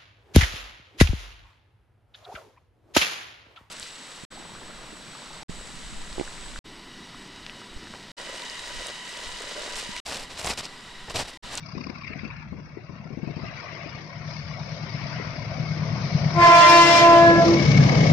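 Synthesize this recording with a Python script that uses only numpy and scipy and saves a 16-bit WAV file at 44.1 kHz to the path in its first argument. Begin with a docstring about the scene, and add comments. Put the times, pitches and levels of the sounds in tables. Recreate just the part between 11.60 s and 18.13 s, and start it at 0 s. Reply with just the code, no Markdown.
"""Diesel locomotive with a horn blast

A diesel locomotive approaches through fields: a comb of exhaust orders throbs over banded rolling noise.
Close by, one harmonic horn blast sinks in pitch by the Doppler effect, with an echo from beside the track.
Early on, puffs of wind thump the left microphone port over a low breeze and knocks run ahead along the
rails; a wheel whine grows and is loudest shortly before the engine draws level.
An automatic gain control turns the level down under the horn."""
import sys
import numpy as np
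from scipy import signal
from scipy.fft import rfft, irfft, next_fast_len
from scipy.io import wavfile
from scipy.ndimage import uniform_filter1d, map_coordinates

SR = 44100
rng = np.random.default_rng(int(sys.argv[2]) if len(sys.argv) > 2 else 0)


def digitize_waveform(pressure):
    """Quantize a signal to 16-bit integers and store it at the path in sys.argv[1].

    Rows of a 2-D input are taken as channels; values are limited to [-1, 1].
    """
    field = np.atleast_2d(pressure).T
    bounded = np.clip(field, -1, 1)
    quanta = np.round(bounded * 32767).astype(np.int16)
    wavfile.write(sys.argv[1], SR, quanta)


N = 287928
TIME = np.arange(N) / SR
LEFT_RIGHT = np.array([[1], [-1]])  # opposite signs for the two ports
HORN_ON_S, HORN_OFF_S = 4.712, 6.13
# horn partials 1 to 7, then all the treble: (nominal level at full blast [dB], trend [dB/s],
# release start [s], release rate [dB/s])
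HORN_PARTIALS = [(-16, -0.5, 5.94, 171), (-6, -7, 5.705, 100.5), (-5, -8, 5.53, 61),
                 (-17.5, -19, 5.86, 101), (-16, -9.5, 5.77, 165.5), (-15, -6.5, 5.62, 86),
                 (-18.5, -12.5, 5.61, 78), (-16, -3, 5.573, 65)]


def from_db(db):
    """Amplitude gain from decibels, by the logarithmic law of level."""
    return 10 ** (np.asarray(db) / 20)


def rms_one(x):
    """Normalise the mean power, giving unit rms."""
    return x / np.sqrt(np.mean(x ** 2) + 1e-20)


def in_time(rows):
    """Linear interpolation of each column of a time curve at every sample."""
    s, *columns = np.transpose(rows)
    return [np.interp(TIME, s, c) for c in columns]


def at_hz(points, hz):
    """Linear interpolation of a spectrum on a log-frequency axis."""
    corner_hz, values = np.array(points).T
    return np.interp(np.log(hz), np.log(corner_hz), values)


def bumps(rows):
    """Gaussian level changes in dB, from rows of (time [s], half length [s], change [dB])."""
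    return sum(db * np.exp(-((TIME - s) / half_s) ** 2) for s, half_s, db in rows)


def drift(rate_hz):
    """Random modulation: noise through a double-pole low-pass at a given rate, with spread about 1."""
    step = 40  # samples between the drawn points
    pole = np.exp(-2 * np.pi * rate_hz * step / SR)
    white = rng.standard_normal(N // step + 2002)
    slow = signal.lfilter([1], [1, -2 * pole, pole * pole], white)[2000:]
    return np.interp(np.arange(N) / step, np.arange(len(slow)), rms_one(slow))


def band(x, low_hz, high_hz, order=2):
    """Butterworth band-pass, maximally flat between its edges."""
    sos = signal.butter(order, [low_hz, high_hz], "band", fs=SR, output="sos")
    return signal.sosfilt(sos, x + 1e-18)


def diffuse(spectrum, low_hz, high_hz):
    """Diffuse-field noise: random phases, frequency-dependent port correlation; its middle has rms 1."""
    # correlation between the ports: (frequency [Hz], correlation coefficient)
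    likeness = [(50, .6), (130, .9), (300, .7), (620, .62), (1300, .2), (2500, .05), (9000, 0)]
    size = next_fast_len(N, True)
    hz = np.fft.rfftfreq(size, 1 / SR)
    inside = (hz >= low_hz) & (hz < high_hz)
    mid, side = np.exp(2j * np.pi * rng.random((2, inside.sum())))
    alike = np.clip(at_hz(likeness, hz[inside]), -.9, 1)
    pair = np.sqrt(1 + alike) * mid + np.sqrt(1 - alike) * side * LEFT_RIGHT
    bins = np.zeros((2, len(hz)), complex)
    bins[:, inside] = from_db(at_hz(spectrum, hz[inside])) * pair
    x = irfft(bins, size)[:, :N]
    return x / x.mean(axis=0).std()


def breeze():
    """Turbulent pressure: lumpy low-frequency noise of moving air, slightly stronger on the left port."""
    # breeze level: (time [s], level [dB])
    breeze_curve = [(0, -51), (1.1, -48), (1.35, -56), (1.7, -50), (1.82, -42), (2.0, -53), (2.7, -58),
                    (4.2, -66), (5.0, -61)]
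    rumble = rms_one(band(rng.standard_normal((2, N)), 55, 115)) * from_db(1.7 * drift(3))
    right_db = -1.5
    return rumble * from_db(in_time(breeze_curve)[0] + np.array([[0], [right_db]]))


def wind():
    """Eddy impact: each puff thumps the left port as a damped sinusoid and leaves a short noise flutter."""
    # wind puffs: (time [s], level before the common trim [dB], thump pitch [Hz])
    puffs = [(0.151, -31, 313), (0.169, -25, 173), (0.206, -30.5, 229), (0.263, -28.5, 234),
             (0.296, -26.5, 231), (0.503, -30.5, 202), (0.558, -28.5, 232), (0.633, -25.5, 222),
             (0.651, -28.5, 214), (0.922, -26.5, 184), (0.985, -33.5, 167), (1.171, -31, 347),
             (1.294, -32.5, 170), (1.454, -32, 181), (1.504, -30.5, 245), (1.531, -32, 172),
             (1.572, -27.5, 230), (1.587, -29, 172), (1.63, -23.5, 187), (1.673, -23, 186), (1.7, -28, 172),
             (1.766, -24.5, 168), (1.832, -26.5, 178), (2.26, -31.5, 310), (3.597, -28, 447)]
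    trim_db, right_db = -4.5, -24
    rise_s, decay_s = 0.0024, 0.022
    push = np.zeros(N)
    age = np.arange(SR // 8) / SR
    for s, db, hz in puffs:
        thump = age / rise_s * np.exp(1 - age / rise_s) * np.sin(2 * np.pi * hz * age)
        envelope = np.exp(-age / decay_s) * (1 - np.exp(-age / rise_s))
        flutter = rms_one(band(rng.standard_normal(len(age)), 110, 400)) * envelope
        at = int(s * SR)
        push[at:at + len(age)] += from_db(db + trim_db) * (3.14 * thump + flutter)
    return push * from_db([[0], [right_db]])


def rail_knocks():
    """Structure-borne sound: hard wheel blows run far ahead in the rails as bursts in three resonances."""
    # resonances of the rail: (centre [Hz], width [Hz])
    rail_modes = [(1100, 160), (2350, 540), (4900, 700)]
    # wheel blows: (time [s], level in the first, second and third resonance [dB])
    knocks = [(.066, -41.5, -59, -42), (.093, -44, -58, -47), (.123, -45, -75, -50),
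              (.183, -41.5, -61, -50), (.213, -41, -42, -49), (.243, -53, -43, -47.5),
              (.271, -44, -46, -46.5), (.301, -44, -43, -47), (.358, -43, -46, -62), (.381, -45, -62, -65),
              (.422, -45, -53, -52), (.449, -53, -38, -51), (.480, -57, -34, -54), (0.536, -57, -40, -71),
              (.595, -47, -36.5, -59), (0.655, -63, -41.5, -66), (0.707, -57, -41, -68)]
    half_s = .005
    out = 0
    for column, (hz, width_hz) in enumerate(rail_modes, 1):
        bursts = sum(from_db(row[column]) * np.exp(-((TIME - row[0]) / half_s) ** 2) for row in knocks)
        noise = band(rng.standard_normal((2, N)), hz - width_hz / 2, hz + width_hz / 2, order=3)
        out = out + bursts * rms_one(noise)
    return out


def sleeper_bursts():
    """Periodic excitation: one burst per sleeper the wheels cross, every other one stronger; rms 1."""
    crossing_hz, crossing_s = 34.02, .063
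    sleeper = 2 * np.pi * crossing_hz * (TIME - crossing_s)
    return rms_one(np.exp(1.2 * np.cos(sleeper)) * (1 + .25 * np.cos(sleeper / 2)))


def wheel_ring():
    """Modal resonance: rolling contact keeps one wheel mode ringing, a whine pulsing with the sleepers."""
    # level of the ringing mode: (time [s], level [dB])
    ring_curve = [(0, -75), (2.2, -56), (3.6, -51), (4.7, -47), (5.6, -40), (5.82, -35), (6.05, -31),
                  (6.3, -32.5), (6.53, -34)]
    # moments when the wheel sings out: (time [s], half length [s], change [dB])
    ring_flares = [(5.994, .013, 7), (6.157, .012, 8), (6.43, .014, 4)]
    ring_hz, width_hz, waver, pulsing = 2200, 85, .007, .6
    low_pass = signal.butter(2, width_hz / 2, fs=SR, output="sos")
    # two slow noises in quadrature make a narrow band about the carrier
    shake = signal.sosfilt(low_pass, rng.standard_normal((2, 2, N)))
    phase = 2 * np.pi * np.cumsum(ring_hz * (1 + waver * drift(12.25))) / SR
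    whine = shake[0] * np.cos(phase) + shake[1] * np.sin(phase)
    pulse = 1 - pulsing + pulsing * sleeper_bursts()
    return rms_one(pulse * whine) * from_db(in_time(ring_curve)[0] + bumps(ring_flares))


def nearness():
    """Straight-line geometry: how many times the distance has halved since the reference distance."""
    speed_m_per_s, level_at_s, track_m, reference_m = 26.46, 6.267, 19.85, 50
    return np.log2(reference_m / np.hypot(track_m, speed_m_per_s * (level_at_s - TIME)))


def surge_db(hz, t):
    """Spectro-temporal modulation: surges and lulls flat-topped in time and bell-shaped in log frequency."""
    # surges and lulls of the roar: (middle [s], length [s], centre [Hz], change [dB])
    surges = [(0.2, 0.33, 4640, 5.5), (0.263, 0.26, 1090, 3), (0.614, 0.43, 2320, 9), (1.176, 1, 5030, -7),
              (1.396, 0.99, 1630, -2.5), (1.98, 0.31, 1110, 7), (2.02, 0.69, 2650, 7),
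              (2.74, 0.15, 5200, 6.5), (2.845, 0.96, 284, -2.5), (3.25, 0.83, 4800, 3),
              (3.52, 0.37, 1700, 4.5), (4.6, 0.42, 5700, 3.5), (5.891, 0.15, 5400, 2.5),
              (6.107, 0.23, 604, -6), (6.35, 0.4, 328, -3)]
    octaves = 0.66
    change = 0
    for s, length, centre, db in surges:
        bell = np.exp(-(np.log2(hz / centre) / octaves) ** 2 / 2)
        change = change + db * bell / (1 + (2 * (t - s) / length) ** 8)
    return change


def patchy(x, depth_db):
    """Short-time spectral modulation: narrow regions swell and fade, more evenly close by, under the surges."""
    size = 1024
    hz, s, frames = signal.stft(x, SR, nperseg=size)
    field = rng.standard_normal(frames.shape[1:])
    field = uniform_filter1d(uniform_filter1d(field, size=4, axis=0), size=3, axis=1)
    unevenness = np.interp(s, [2.0, 2.8, 4.5, 5.8], [.8, .6, .4, .3])
    gain = from_db(depth_db * unevenness * rms_one(field))
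    gain = gain / np.sqrt(np.mean(gain ** 2, axis=0))
    gain = gain * from_db(surge_db(np.maximum(hz, 1)[:, None], s))
    return signal.istft(frames * gain, nperseg=size)[1][:, :N]


def roar(angle):
    """Rolling and machine noise: bands grow with nearness, chuff with firings and pulse with sleepers."""
    # edges of the four bands: body, wheels, rails, hiss [Hz]
    edges_hz = [40, 850, 1800, 3100, 14000]
    # the four bands: (level at the reference distance [dB], gain per halving of distance [dB])
    roar_bands = [(-32.5, 9), (-43.5, 7), (-46.5, 7), (-47.5, 8.5)]
    # colour far off, nearer and alongside: (frequency [Hz], relative spectral level [dB])
    far = [(40, -1), (130, 19.5), (250, 11.5), (420, -3), (660, 5.5), (830, -4), (1080, 1), (1700, -3),
           (2300, -2), (2750, -3), (3150, -31), (5000, -24.5), (6000, -31), (7300, -67)]
    nearer = [(40, 1.5), (130, 20), (280, 4.5), (450, 1), (680, 9.5), (830, -3.5), (1100, -2), (1750, -8.5),
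              (2200, -9.5), (2900, -18), (3900, -16.5), (5200, -13), (6100, -21), (7400, -58.5)]
    alongside = [(40, -13.5), (80, 7), (160, 12.5), (330, 5), (600, 9), (900, -3), (1200, -1),
                 (1400, -10.5), (1950, -1), (2200, -3.5), (2500, -6), (3600, -6), (5600, -4.5),
                 (6600, -15.5), (9000, -50)]
    # pulsing as wheels cross the sleepers: (time [s], depth [0-1])
    sleeper_depth = [(0, 0.28), (1.0, 0.2), (4.5, 0.11), (6.53, 0.26)]
    chuff, uneven_db, flutter_db = 0.13, 3.0, .7
    near, close = np.clip((TIME - 1.4) / 0.67, 0, 1), np.clip((TIME - 4.9) / 0.92, 0, 1)
    shares = np.sqrt([1 - near, near * (1 - close), close])  # equal-power crossfade
    firing = 1 + chuff * (np.cos(4 * angle) + np.cos(5 * angle))
    burst = sleeper_bursts()
    depth = np.clip(in_time(sleeper_depth)[0], 0, 1)
    # the body band follows the firings, the other three the sleepers
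    pulses = [firing] + [1 - depth + depth * burst * from_db(uneven_db * drift(39)) for _ in roar_bands[1:]]
    out, halvings = 0, nearness()
    for low, high, (db, growth_db), pulse in zip(edges_hz, edges_hz[1:], roar_bands, pulses):
        colours = zip(shares, [far, nearer, alongside])
        noise = sum(share * diffuse(colour, low, high) for share, colour in colours)
        out = out + noise * pulse * from_db(db + growth_db * halvings + flutter_db * drift(8.6))
    return patchy(out, depth_db=5.5)


def engine_angle():
    """Phase as the integral of rate: angle of the four-stroke cycle, zero on a throb."""
    # engine speed: (time [s], four-stroke cycles per second [Hz])
    speed = [(0, 9.0), (3.1, 9.06), (4.3, 9.13), (6.2, 9.17), (6.53, 9.1)]
    throb_s = 4.555
    turns = np.cumsum(in_time(speed)[0]) / SR
    return 2 * np.pi * (turns - np.interp(throb_s, TIME, turns))


def exhaust(angle):
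    """Fourier series of a cycle: unequal cylinders give a comb of orders that throbs unevenly once a cycle."""
    # exhaust orders: (multiple of the cycle rate, relative level on approach [dB], alongside [dB])
    exhaust_orders = [(4, -30, -30), (7, -20, -25), (8, -23, -20), (10, -16, -20), (11, -15, -13),
                      (12, -3, -8), (13, -8, -8), (14, -9, -13), (15, -4, 1), (16, -9, -13), (17, 3, 2),
                      (18, -7, -8), (19, -18, -16), (20, -17, -15), (21, -7, -4), (24, -19, -14),
                      (25, -17, -12), (26, -18, -13), (29, -25, -16), (31, -25, -16)]
    # exhaust level: (time [s], level [dB])
    exhaust_curve = [(0, -42), (1.2, -48), (2.0, -48), (2.6, -40.5), (3.2, -36), (3.75, -39.5),
                     (4.05, -31.5), (4.4, -27.5), (4.6, -24.5), (4.95, -24), (5.35, -27.5), (5.68, -24),
                     (5.9, -30.5), (6.17, -16), (6.53, -15.5)]
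    # swells and sags: (time [s], half length [s], change [dB])
    exhaust_swells = [(4.19, 0.017, 2.5), (4.32, .03, 1), (4.38, .02, -2.5), (4.5, 0.015, -10),
                      (4.55, 0.022, 3), (4.66, 0.016, 1.5), (4.72, 0.023, -5), (4.85, 0.025, -4.5),
                      (6.09, .015, 4), (6.2, 0.045, 1), (6.33, .035, -5), (6.39, .015, 0.5),
                      (6.465, .012, 2), (6.5, 0.021, 2.5)]
    smear_rad = 1.5  # spread of the orders' phases: the stack smears each beat
    alongside = np.clip((TIME - 4.8) / 0.6, 0, 1)
    out = 0
    for order, approach_db, alongside_db in exhaust_orders:
        db = approach_db + (alongside_db - approach_db) * alongside + 2 * drift(2.5)
        phase = order * angle + smear_rad * rng.standard_normal() + .6 * drift(1)
        out = out + from_db(db) * np.cos(phase)
    throb = 1 + (.35 - .2 * alongside) * np.cos(angle)
    level = from_db(in_time(exhaust_curve)[0] + bumps(exhaust_swells))
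    return level * rms_one(out * throb * from_db(drift(6.4)))


def easing():
    """Linear ramp: how far the blast has eased, 0-1."""
    ease_on_s, ease_length_s = 5.4, 0.085
    return np.clip((TIME - ease_on_s) / ease_length_s, 0, 1)


def horn_levels():
    """Build-up and decay of partials in dB: higher ones speak later, then slope and release."""
    full_s, rise_s, rise_power = 5.0, .026, .53  # rise time grows as a power of the partial's number
    edge_loss_db = 9  # the brassy edge, partial 6 and up, drops quickly as the blast eases
    t = np.clip(TIME, HORN_ON_S, HORN_OFF_S)
    eased = easing()
    levels = []
    for k, (db, trend, release_s, fall) in enumerate(HORN_PARTIALS, 1):
        attack = -60 * np.exp((HORN_ON_S - t) / (rise_s * k ** rise_power))
        release = fall * np.maximum(t - release_s, 0) + edge_loss_db * eased * (k > 5)
        levels.append(db + attack + trend * (t - full_s) - release)
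    return np.array(levels)


def reflections_db():
    """Interference: reflections briefly cancel or reinforce single partials, as level changes in dB."""
    # (time [s], partial number with 8 for all the treble, half length [s], change [dB])
    interference = [(4.778, 1, 0.027, 1.5), (4.784, 2, 0.012, 5), (4.817, 3, 0.024, -1),
                    (4.823, 2, 0.042, -16.5), (4.829, 6, 0.014, 4), (4.842, 1, 0.041, -14),
                    (4.855, 5, 0.017, 0.5), (4.865, 4, 0.034, -16), (4.901, 2, 0.017, -10.5),
                    (4.92, 8, 0.03, -4.5), (5.014, 4, 0.06, 4), (5.064, 6, 0.026, 6), (5.066, 8, 0.03, -2),
                    (5.01, 1, 0.062, -28), (5.069, 2, 0.06, -16.5), (5.102, 7, 0.026, 9.5),
                    (5.108, 6, 0.0063, -15), (5.109, 5, 0.037, -0.5), (5.214, 3, 0.026, 7.5),
                    (5.245, 2, 0.042, -14.5), (5.282, 3, 0.08, -9.5), (5.346, 2, 0.048, -4),
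                    (5.332, 8, 0.1, -2.5), (5.356, 1, 0.048, -13), (5.369, 6, 0.034, 0),
                    (5.372, 7, 0.014, 5), (5.396, 2, 0.014, -17.5), (5.413, 3, 0.03, -5.5),
                    (5.434, 5, 0.095, -9.5), (5.668, 3, 0.007, -23), (5.686, 5, 0.036, 7),
                    (5.754, 2, 0.038, -11), (5.821, 2, 0.046, 8.5), (5.825, 1, 0.025, -24.5),
                    (5.894, 2, 0.016, 1)]
    change = np.zeros((len(HORN_PARTIALS), N))
    for s, partial, half_s, db in interference:
        change[int(round(partial)) - 1] += bumps([(s, half_s, db)])
    return change


def scatter(size, rate_hz):
    """Multipath fading: complex strength of shifting reflections at each port, with rms about 1."""
    step = 100  # samples between the drawn points
    pole = np.exp(-2 * np.pi * rate_hz * step / SR)
    steps = size // step + 402
    white = rng.standard_normal((2, steps)) + 1j * rng.standard_normal((2, steps))
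    slow = signal.lfilter([1], [1, -2 * pole, pole * pole], white)[:, 400:]
    return np.array([np.interp(np.arange(size) / step, np.arange(len(z)), z / z.std()) for z in slow])


def horn_tone(pitch, levels, port_lag_s, port_fade_db, jitter, broken):
    """Harmonic series of a diaphragm; upper partials break up as reflections shift, apart at each port."""
    # treble partials: (frequency [Hz], relative level [dB])
    horn_top = [(2730, -3), (3080, -5), (3420, -7), (3800, -11), (4450, -8), (5300, -7), (6200, -16),
                (7500, -24), (9500, -39), (14000, -42)]
    tilt_db_per_octave = 6  # as the blast eases the highest partials go first
    scatter_share, scatter_hz, scatter_hz_per_partial = .85, 7, .65
    on = (TIME > 4.7) & (TIME < 6.15)
    phase = 2 * np.pi * np.cumsum(pitch * (1 + jitter * drift(45)))[on] / SR
    mean_hz = pitch[on].mean()
    partials = np.arange(1, 42)
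    top = from_db(at_hz(horn_top, partials[7:] * mean_hz))
    top = 1.2 * top / np.linalg.norm(top)
    *heights, treble = [from_db(db[on]) for db in levels]
    tilt_db = tilt_db_per_octave * easing()[on]
    heights += [g * treble * from_db(-tilt_db * np.log2(k / 9)) for k, g in zip(partials[7:], top)]
    out = np.zeros((2, N))
    for k, height in zip(partials, heights):
        # the direct sound mixes with reflections, more strongly and quickly for higher partials
        share = max(broken, scatter_share * np.clip((k - 3) / 5.5, 0, 1))
        reflected = scatter(len(phase), scatter_hz + scatter_hz_per_partial * k)
        paths = np.sqrt(1 - share) + np.sqrt(share) * reflected
        sway = from_db(port_fade_db * drift(4)[on] * LEFT_RIGHT) if k < 4 else 1
        lead = np.clip(np.pi * k * mean_hz * port_lag_s, 0, .8) * LEFT_RIGHT  # radians
        wave = np.exp(1j * (k * phase + rng.uniform(0, 2 * np.pi))) * np.exp(1j * lead)
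        out[:, on] += np.sqrt(2) * height * sway * (paths * wave).real
    return out


def horn():
    """Doppler effect and reflection: the air horn, its lower echo, scattered haze and rushing air."""
    # pitch as heard: (time [s], fundamental [Hz])
    horn_pitch = [(4.72, 345.5), (4.8, 345.7), (4.95, 342.6), (5.1, 341.9), (5.3, 340.7), (5.5, 339.6),
                  (5.7, 338.2), (5.85, 336.8), (6.1, 333)]
    # the echo drops in pitch as the horn runs past the reflector:
    # (time [s], fundamental [Hz], level against the direct sound [dB])
    horn_echo = [(4.72, 343, -25), (4.85, 335, -12), (4.95, 324, -8), (5.04, 312, -8.5), (5.17, 308, -8.5),
                 (5.3, 306, -13), (5.42, 305, -9), (5.48, 304, -17), (5.56, 304, -11), (5.7, 303, -20),
                 (6.1, 302, -28)]
    # the echo dulls on the way: (time [s], loss of its third and higher partials [dB])
    echo_dull = [(5.17, 1), (5.26, 13), (5.37, 7), (5.47, 16)]
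    sway_db = 1.4
    haze_db, air_db = -15, -6.5  # against the upper partials and against the treble
    levels = horn_levels()
    upper = (np.arange(len(levels)) > 1)[:, None]
    valve = np.clip((TIME - HORN_ON_S) / 0.14, 0, 1) * np.clip((HORN_OFF_S - TIME) / 0.077, 0, 1)
    direct = horn_tone(in_time(horn_pitch)[0], levels + reflections_db(),
                       port_lag_s=.00014, port_fade_db=sway_db, jitter=.0007, broken=.015)
    # the echo comes from the right and is broken up by the uneven reflector
    echo_hz, echo_db = in_time(horn_echo)
    echo_tone = horn_tone(echo_hz, levels - in_time(echo_dull)[0] * upper,
                          port_lag_s=.00025, port_fade_db=sway_db, jitter=.006, broken=.35)
    echo = from_db(echo_db) * echo_tone[::-1]  # ports exchanged
    scattered = diffuse([(300, 1.3), (550, 5.5), (1100, 5.1), (1800, 3.5), (2600, 1.4)], 300, 2600)
    haze = from_db(haze_db) * np.linalg.norm(from_db(levels[2:]), axis=0) * scattered
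    hiss_colour = [(2600, -1.5), (3800, -2.0), (5400, -7.5), (6500, -9.0), (9000, -26.5), (14000, -59)]
    air = from_db(levels[-1] + air_db) * diffuse(hiss_colour, 2600, 13000)
    return valve * (direct + echo + haze + air)


def arrive(x):
    """Time difference of arrival: sound from the left reaches the right port a little later."""
    # lead of the left port, growing as the engine draws level: (time [s], lead [s])
    port_lead = [(0, .00003), (4.3, .00004), (5.5, .0001), (6.1, .00024), (6.53, .00027)]
    late = np.arange(N) - in_time(port_lead)[0] * SR
    return np.array([x[0], map_coordinates(x[1], [late], order=3, mode="nearest")])


def ports(x, share):
    """Linear filtering: the two microphone ports colour sound differently, by a share of their balance."""
    # balance of the ports at full share: (frequency [Hz], left minus right [dB])
    port_balance = [(100, 1.8), (340, 3.7), (650, 1.2), (1050, 1.3), (1700, 0.3), (2200, 10.3), (2780, 7.2),
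                    (3500, 0.54), (4400, 4.2), (5000, 18.4), (6000, 12), (9000, 16)]
    bins_hz = np.maximum(np.fft.rfftfreq(N, 1 / SR), 1)
    gains = from_db(share * at_hz(port_balance, bins_hz) * LEFT_RIGHT / 2)
    return irfft(rfft(x) * gains / gains.mean(axis=0), N)


def scene():
    """Superposition: the train's level leans left, then evens out as the microphone turns to follow it."""
    angle = engine_angle()
    left_db = np.interp(TIME, [4.2, 5.2], [3.5, 0.5])  # left minus right
    train = exhaust(angle) + roar(angle) + rail_knocks() + wheel_ring()
    train = train * from_db(left_db * LEFT_RIGHT / 2)
    return ports(arrive(train), share=0.99) + ports(horn(), share=0.66) + wind() + breeze()


def gain_control(x):
    """Peak-hold compression: power above a ceiling turns the gain down fast; it creeps back linearly in dB."""
    ceiling_db, recovery_db_per_s = -9, 11.5
    power = uniform_filter1d(np.mean(x ** 2, axis=0), size=SR // 25)
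    excess = np.maximum(10 * np.log10(np.maximum(power, 1e-12)) - ceiling_db, 0)
    recovery = recovery_db_per_s * TIME
    held = np.maximum.accumulate(excess + recovery) - recovery
    return x * from_db(-uniform_filter1d(held, size=SR // 50))


def record(dry):
    """Gain control, short end fades, soft saturation of the loudest peaks and a steep low-pass."""
    fade = np.clip(np.minimum(TIME, TIME[-1] - TIME) / .006, 0, 1) ** 2
    x = gain_control(dry) * fade
    rounded = x / (1 + (x / .65) ** 4) ** (1 / 4)
    stop_hz = 14950  # 70 dB down from here up
    return signal.sosfilt(signal.cheby2(14, 70, stop_hz, fs=SR, output="sos"), rounded)


dry = scene()
out = record(dry)
digitize_waveform(out)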